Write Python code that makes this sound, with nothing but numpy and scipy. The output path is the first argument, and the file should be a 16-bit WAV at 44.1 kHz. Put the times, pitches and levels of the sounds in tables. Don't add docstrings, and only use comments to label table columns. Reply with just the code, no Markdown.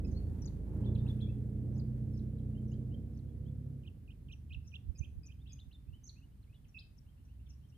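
import sys
import numpy as np
from scipy import signal
from scipy.fft import rfft, irfft, next_fast_len
from scipy.io import wavfile

SR = 44100
rng = np.random.default_rng(int(sys.argv[2]) if len(sys.argv) > 2 else 0)


def log_audio(samples):
    frames = np.atleast_2d(samples).T
    limited = np.clip(frames, -1, 1)
    pcm = np.round(limited * 32767).astype(np.int16)
    wavfile.write(sys.argv[1], SR, pcm)


N = 342657
TIME = np.arange(N) / SR


def amp(db):
    return 10 ** (np.asarray(db) / 20)


def unit(x):
    return x / np.sqrt(np.mean(x ** 2) + 1e-20)


def curves(rows):
    s, *columns = np.transpose(rows)
    return [np.interp(TIME, s, column) for column in columns]


def read(points, hz):
    f, value = np.transpose(points)
    return np.interp(np.log(hz + 1), np.log(f + 1), value)


def add(mix, s, sound):
    part = mix[:, max(round(s * SR), 0):][:, :sound.shape[1]]
    part += sound[:, :part.shape[1]]


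def pan(db):
    return amp([[db / 2], [-db / 2]])


def swells(rows):
    return sum(height * np.exp(-.5 * ((TIME - s) / length) ** 2) for s, length, height in rows)


def noise(colour, same):
    size, same = next_fast_len(N), np.clip(same, 0, 1)
    gain = amp(read(colour, np.fft.rfftfreq(size, 1 / SR)))
    spectra = rfft(rng.standard_normal((3, size))) * gain
    common, *own = irfft(spectra, size)[:, :N]
    return unit(np.sqrt(same) * common + np.sqrt(1 - same) * np.array(own))


def wander(hz):
    f = np.fft.rfftfreq(4096, 1 / 400)
    drift = irfft(rfft(rng.standard_normal(2 * len(f) - 2)) / (1 + (f / hz) ** 4))
    return unit(np.interp(TIME, np.arange(len(drift)) / (2 * f[-1]), drift))


# freq_hz, relative level_db (per Hz)
AIR_COLOUR = [(400, 1), (630, -4.5), (790, -5.5), (1000, -8), (2000, -10.5), (4000, -14.5), (6300, -19),
              (8500, -17), (9700, -13.5), (11000, -17.5), (13500, -16), (15400, -16)]


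def air(level_db=-76.5):
    return amp(level_db) * noise(AIR_COLOUR, 0.0095) * pan(-0.6)


# start_s (centre), level_db (before the low cut), half_length_s
BREEZE_PUFFS = [(4.521, -40.5, 0.012), (4.577, -31.5, 0.0089), (4.873, -42, 0.023), (4.896, -30.5, 0.013),
                (5.008, -24.5, 0.0047), (5.044, -46.5, 0.038), (5.14, -47, .014), (5.181, -35, 0.014),
                (5.675, -45, 0.012), (5.881, -37.5, 0.0098), (5.929, -42, 0.016)]


def breeze(eddy_hz=72, unsteady=0.233, left_db=-24, churn=0.59, low_cut_hz=48):
    push = swells((s, length, amp(db)) for s, db, length in BREEZE_PUFFS)
    eddy_speed = eddy_hz * (1 + unsteady * wander(59.7))
    eddies = np.cos(2 * np.pi * np.cumsum(eddy_speed) / SR)
    colour = [(20, 3), (50, -0.5), (120, -2.5), (200, -18.0), (400, -39.5), (1000, -61), (3000, -100)]
    turbulence = noise(colour, 0)
    thumps = push * (0.92 * eddies + churn * turbulence) * amp([[left_db], [0]])
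    low_cut = signal.butter(2, low_cut_hz, "highpass", fs=SR, output="sos")
    return signal.sosfilt(low_cut, thumps)


def scrub(x, t60=0.34, near_t60=0.034, near_db=6):
    t = np.arange(SR) / SR
    decay = amp(-60 * t / t60) + amp(near_db - 60 * t / near_t60)
    tail = rng.standard_normal((2, SR)) * decay
    return signal.fftconvolve(x, tail / np.linalg.norm(tail[0]), axes=1)[:, :N]


def syllable(length, pitches, swell_db, overtone_db, waver=0.011, flutter_db=5.0, taper=0.39):
    u = np.linspace(-1, 1, round(length * SR))
    strays = rng.standard_normal(size=(2, 8))
    bend, flutter = (np.interp(u, np.linspace(-1, 1, len(row)), row) for row in strays)
    period = np.polyval(np.polyfit([-1, 0, 1], 1 / pitches, 2), u)
    phase = 2 * np.pi * np.cumsum((1 + waver * bend) / period) / SR
    wave = np.sin(phase) + amp(overtone_db) * np.sin(2 * phase)
    level = amp(swell_db * u / 2 + flutter_db * flutter)
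    return wave * level * signal.windows.tukey(len(u), taper)


TRILL_S, TRILL_GAP_S, TRILL_DB, TRILL_PITCH = 7.085, 0.11, -77, 0.98


def trill(side_db=5, echo_db=1, count=9):
    return [("weet", TRILL_S + k * TRILL_GAP_S, TRILL_DB, side_db, TRILL_PITCH * (1 + 0.042 * stray), echo_db)
            for k, stray in enumerate(rng.standard_normal(count))]


BIRD_NOTES = { "chewit": [(-.042, .043, 4000, 2480, 4300, -8, 12), (-.002, .021, 4500, 3000, 2720, 0, 4)],
              "chew": [(-.042, .041, 3500, 2500, 3600, -3.5, 10), (-.002, .015, 3750, 3000, 2500, -3, 0)],
              "tsip": [(-.008, .008, 5400, 6200, 7300, -14, 3), (-.001, .017, 7500, 5850, 6200, -2, 2)],
              "seesik": [(-.039, .027, 6600, 5750, 5950, -7, 0), (-.011, .009, 4700, 5300, 5000, -7, 0),
              (-.001, .014, 7700, 6350, 5950, 0, 0), (.016, .014, 5250, 4500, 3700, -3, 0)],
              "tseesik": [(-.043, .031, 6050, 6680, 6200, -4, 3), (-.011, .01, 5900, 5850, 6100, -3, -4),
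              (-.002, .013, 7600, 6450, 6150, 0, 0), (.013, .015, 5400, 4250, 3400, -2, -3)],
              "twik": [(-.021, .022, 2550, 3100, 4300, -6, 5), (-.001, .009, 4650, 3900, 3600, -7, 0),
              (.006, .026, 3620, 3540, 3560, -3, -4)], "weet": [(-.026, .052, 2620, 3050, 3130, -5, -2)],
              "mew": [(-.015, .029, 2820, 2690, 2870, -4, 2)],
              "tick": [(-.008, .019, 4150, 3350, 2200, -3, -5)],
              "whip": [(-.052, .042, 2850, 2570, 2860, -5, 4), (-.012, .018, 3050, 4150, 5200, -6, 9),
              (.01, .025, 5000, 3350, 3150, -18, 3)]}
BIRD_CHIRPS = { "chewit": [(3.872, -59.5, -5.5, 0.98, -10.5), (4.324, -55.5, -5, 0.99, -12),
               (4.534, -51.5, -3.5, 1, -7.5), (4.755, -51.5, -6.5, 0.98, -12)],
               "chew": [(4.115, -61.5, -6, .97, -11), (5.047, -58, -5, 0.96, -5.5),
               (5.319, -62, -5, 0.97, -6)], "tsip": [(4.321, -72, 3.5, .99, 0),
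               (4.671, -65.5, 5, 0.99, -0.5), (4.983, -52, 2, 1.05, -6), (5.264, -55.5, 3, 1.01, -9),
               (5.528, -56, -0.5, 1.063, -6.5), (6.683, -74.5, 3.5, 0.98, -3),
               (6.978, -71.5, 13.5, .95, -4.5), (7.245, -81, 4, .98, 5), (7.497, -62.5, 4.5, .96, 0),
               (7.528, -74, 8, 0.88, -10), (7.694, -74.5, 8, 0.95, -2)],
               "seesik": [(.456, -57, 7.5, 0.97, -7), (1.778, -68, 8, 1, -4), (2.172, -70, 2.5, 0.9, -1.5),
               (2.715, -72.5, 2, .99, 0.5), (3.171, -75, 3.5, 0.92, -6)],
               "tseesik": [(6.075, -58.5, -0.5, 0.96, -0.5)], "twik": [(.853, -67.5, 9, .99, 1.5),
               (.983, -66, 10.5, 1, 0), (1.084, -56.5, 5, 0.98, -5), (1.211, -65.5, 16, 0.95, 6.5),
               (5.475, -71.5, 1, 0.96, 11), (5.603, -61.5, 2, 1, -6), (5.73, -63.5, 1, 1, -4),
               (6.548, -72.5, 1, 0.96, -3)], "weet": [(.16, -67.5, 7, 1.42, 5.5),
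               (1.29, -69, 2, 0.84, -2.5), (2.567, -70, -6.5, 1, -3), (2.737, -67.5, -4.5, 1.025, -1.5),
               (2.932, -68, -3.5, 1, -3), (3.29, -83, 6, 1.07, -5), (3.47, -78, 3, 1.08, -2),
               (5.41, -71, 2, 1.14, -9), (5.895, -77, 0, .88, -2), (5.948, -64.5, 2, 0.98, -4),
               (6.182, -71, -2, .89, -6), (6.233, -68, 3, 0.93, -12), (6.328, -83, 1, .98, -6),
               (6.495, -80, 1, 0.79, -5), (6.548, -71, 3.5, 0.96, -8)],
               "mew": [(.058, -71.5, -5.5, 0.94, -4), (4.652, -79, 4, .95, 5), (4.963, -76.5, -8, 0.93, 6),
               (5.245, -72, 5, 0.92, 4.5), (5.508, -72.5, 4, 0.91, 6.5)],
               "tick": [(.075, -76.5, 5, 1.7, 11), (.117, -79, 9, 1.6, 13), (.957, -64, 3, 1.02, -3),
               (2.39, -80.5, 5, 1, 5), (6.436, -76.5, 1, 1.045, 0), (6.65, -71, -1, .8, 3),
               (7.468, -82.5, -1, .9, 15)], "whip": [(6.793, -51.5, 0, 0.99, 2)]}
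OVERTONE_DB, MEW_OVERTONE_DB = -30.5, 1
PORT_DELAY = .7


def birds():
    direct, scattered = np.zeros((2, N)), np.zeros((2, N))
    chirps = [(note, *row) for note, rows in BIRD_CHIRPS.items() for row in rows] + trill()
    for note, s, db, side_db, pitch, echo_db in chirps:
        overtone_db = MEW_OVERTONE_DB if note == "mew" else OVERTONE_DB
        for offset, length, *pitches, level_db, swell_db in BIRD_NOTES[note]:
            whistle = syllable(length, pitch * np.array(pitches), swell_db, overtone_db)
            sound = amp(db + level_db) * whistle
            right = np.roll(sound, round(PORT_DELAY * side_db))
            add(direct, s + offset, np.array([sound, right]) * pan(side_db))
            add(scattered, s + offset, amp(echo_db) * sound * pan(side_db / 2))
    return direct + scrub(scattered)


# time_s, throttle (0-1)
DRIVER_THROTTLE = [(0, 0), (.3, 0.38), (.66, 0.18), (.86, 0.97), (1.28, 1), (1.5, 0.88), (1.7, 1),
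                   (2.8, 0.97), (3.22, 0.5), (3.48, 0.73), (3.76, 0.76), (3.88, 0.18), (7.77, 0)]
START_M, AWAY_M_PER_S = 5.27, 2.7
CREST_S, CREST_WIDTH_S = 4.07, 0.41


def heard(idle_db, throttle_db, hidden_db, falloff=1):
    spreading_db = 20 * np.log10(1 + AWAY_M_PER_S * TIME / START_M)
    hidden = .5 + .5 * np.tanh((TIME - CREST_S) / CREST_WIDTH_S)
    return idle_db + throttle_db * curves(DRIVER_THROTTLE)[0] - falloff * spreading_db - hidden_db * hidden


# freq_hz, relative level_db (per Hz)
SAND_COLOUR = [(300, -30.5), (650, 0.5), (880, 9), (1150, 5.5), (1600, 8), (2500, 1.5), (5000, -5.5),
               (8000, -4), (10500, -1.5), (13000, -4.5), (15500, -11.5)]
# centre_s, half_length_s, added level_db
SAND_SPRAYS = [(.39, 0.12, 3), (.79, .05, 4), (1.12, .09, 5)]
# centre_s, half_length_s, level_db (before pan and grain)
TYRE_SCUFFS = [(0.421, 0.12, -75), (0.818, 0.11, -69.5), (1.066, .04, -70), (1.773, 0.029, -74)]
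# freq_hz, relative level_db (per Hz)
SCUFF_COLOUR = [(400, -16), (850, 9), (1250, -4.5), (1700, -9), (3000, -32), (8000, -48)]


def tyres(patchy_db=0.6, grain_db=1.5):
    level = heard(idle_db=-77.5, throttle_db=3.0, hidden_db=10, falloff=0.96) + swells(SAND_SPRAYS)
    hiss = noise(SAND_COLOUR, 0.037) * amp(level + patchy_db * wander(14.0)) * pan(-1.9)
    slip = swells((s, length, amp(db)) for s, length, db in TYRE_SCUFFS)
    scuffs = noise(SCUFF_COLOUR, 0.7) * slip * pan(-6)
    return (hiss + scuffs) * amp(grain_db * wander(150))


# time_s, speed (turns a second)
CRANK_PULLING = [(0.0, 23.0), (0.21, 27.5), (0.66, 27.4), (0.9, 29.7), (1.16, 30.2), (1.51, 29.8),
                 (1.78, 31.2), (2.7, 30.5), (3.06, 32.4), (3.71, 34.7), (3.81, 33.2), (3.9, 30.4)]
# time_s, speed (turns a second)
CRANK_ROLLING = [(4.05, 25.6), (4.26, 22.9), (4.58, 26.1), (5.69, 19.7), (7.06, 19.3), (7.45, 20.6),
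                 (7.77, 26.3)]
HUNTING = .0015


def crank_speed():
    return curves([*CRANK_PULLING, *CRANK_ROLLING])[0] * (1 + HUNTING * wander(12.5))


# centre_s, half_length_s, boom_db,
# flare_db (of the gas, negative for a dip)
BOOM_SWELLS = [(0.123, 0.12, 7.5, 5.5), (0.896, 0.14, 4.5, 6), (1.25, 0.031, 4.5, -2.5),
               (1.747, .1, 3.5, 3.5), (2.952, 0.23, 4.5, 2.5), (3.49, 0.076, 4.5, -1),
               (3.745, 0.13, 2.5, 0.5), (4.302, 0.056, 5, 5), (4.573, 0.15, 8.5, 2), (5.114, 0.14, 8.5, 9),
               (5.475, .1, 8, 2), (5.9, 0.066, 5, 3.5), (6.304, 0.12, 2.5, 0.5), (7.45, 0.14, 10.5, 1)]


def exhaust_boom():
    return swells((s, length, db) for s, length, db, _ in BOOM_SWELLS)


# freq_hz, relative level_db (per Hz)
GAS_COLOUR = [(100, -6.5), (165, 9), (220, 6), (310, 2), (450, -4.5), (560, -10.5), (700, -18.5),
              (1000, -34), (1600, -42), (3500, -58), (9000, -83.5)]
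# freq_hz, relative level_db (per Hz)
RUMBLE_COLOUR = [(10, -32), (28, -22), (42, -6), (70, 0), (135, -1), (185, -12), (270, -16), (400, -36),
                 (800, -65), (3000, -100)]


def roar(turns, boom, flare_lead_s=0.051, rumble_share=.4):
    flare = swells((s - flare_lead_s, length, db) for s, length, _, db in BOOM_SWELLS)
    gas_level = heard(idle_db=-51.5, throttle_db=5.5, hidden_db=15.5, falloff=1.064) + flare
    rumble_level = heard(idle_db=-46.5, throttle_db=5.0, hidden_db=3.5, falloff=0.76) + rumble_share * boom
    gate = unit(1 + .2 * np.cos(2 * np.pi * (turns - .2)))
    gas = noise(GAS_COLOUR, 0.86) * gate * amp(gas_level) * pan(-4.5)
    rumble = noise(RUMBLE_COLOUR, 0.86) * amp(rumble_level) * pan(-0.64)
    return gas + rumble


# freq_hz, relative level_db
EXHAUST_PIPE = [(15, -30.5), (31, -20), (120, -2), (153, -0.5), (183, -21), (200, 3.5), (214, 2), (243, -9),
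                (275, -2.5), (305, -12.5), (335, -17), (375, -34), (450, -17.5), (620, -39.5),
                (1000, -49.5)]
EXHAUST_ORDERS = {1: (-66, 8, 5.5, -0.6), 2: (-44, 3, 10, 0.12), 3: (-47, 6.5, 3, 1),
                  4: (-55, 19.5, -2.5, 0.28), 5: (-57, 12, -1, 0.06), 6: (-64.5, 9, 2.5, 0.97),
                  7: (-60, 18.5, 6.5, 0), 11: (-72.5, 12, 7, -0.5), 14: (-76, 13, 17, -1),
                  15: (-77, 12, 20, 1)}
WAVER_DB, ROUGH_DB, PHASE_DRIFT = .7, 1.8, .2


def exhaust(speed, turns, boom, drone_idle_db=-58, drone_throttle_db=12, drone_hidden_db=5,
            half_order_db=-9, smear=0.1596):
    hz = np.arange(SR // 2 + 1)
    log_gain = np.log(amp(read(EXHAUST_PIPE, hz)))
    lag = signal.hilbert(np.r_[log_gain, log_gain[-2:0:-1]]).imag[:len(hz)]
    clear_db = {k: heard(idle, push, hidden) + share * boom
                for k, (idle, push, hidden, share) in EXHAUST_ORDERS.items()}
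    clear, drone = np.zeros(N), np.zeros(N)
    for k in np.arange(1, 22, .5):
        pipe_lag = np.interp(k * speed, hz, lag)
        phase = 2 * np.pi * k * turns - pipe_lag - smear * k ** 2 + PHASE_DRIFT * wander(4)
        wave = np.sqrt(2) * np.cos(phase)
        if k in clear_db:
            clear += wave * amp(clear_db[k] + WAVER_DB * wander(2.5))
        else:
            weak_db = half_order_db * (k % 1 > 0)
            drone += wave * amp(read(EXHAUST_PIPE, k * speed) + ROUGH_DB * wander(8.4) + weak_db)
    drone_level = heard(drone_idle_db, drone_throttle_db, drone_hidden_db)
    return (clear + amp(drone_level) * unit(drone)) * pan(-2.5)


def scene():
    speed = crank_speed()
    turns = np.cumsum(speed) / SR
    boom = exhaust_boom()
    return air() + breeze() + birds() + tyres() + roar(turns, boom) + exhaust(speed, turns, boom)


EDGE_HZ = 15450


def record(dry):
    low_pass = signal.firwin(511, EDGE_HZ, window=("kaiser", 9), fs=SR)
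    return signal.oaconvolve(dry, low_pass[None], "same")


dry = scene()
out = record(dry)
log_audio(out)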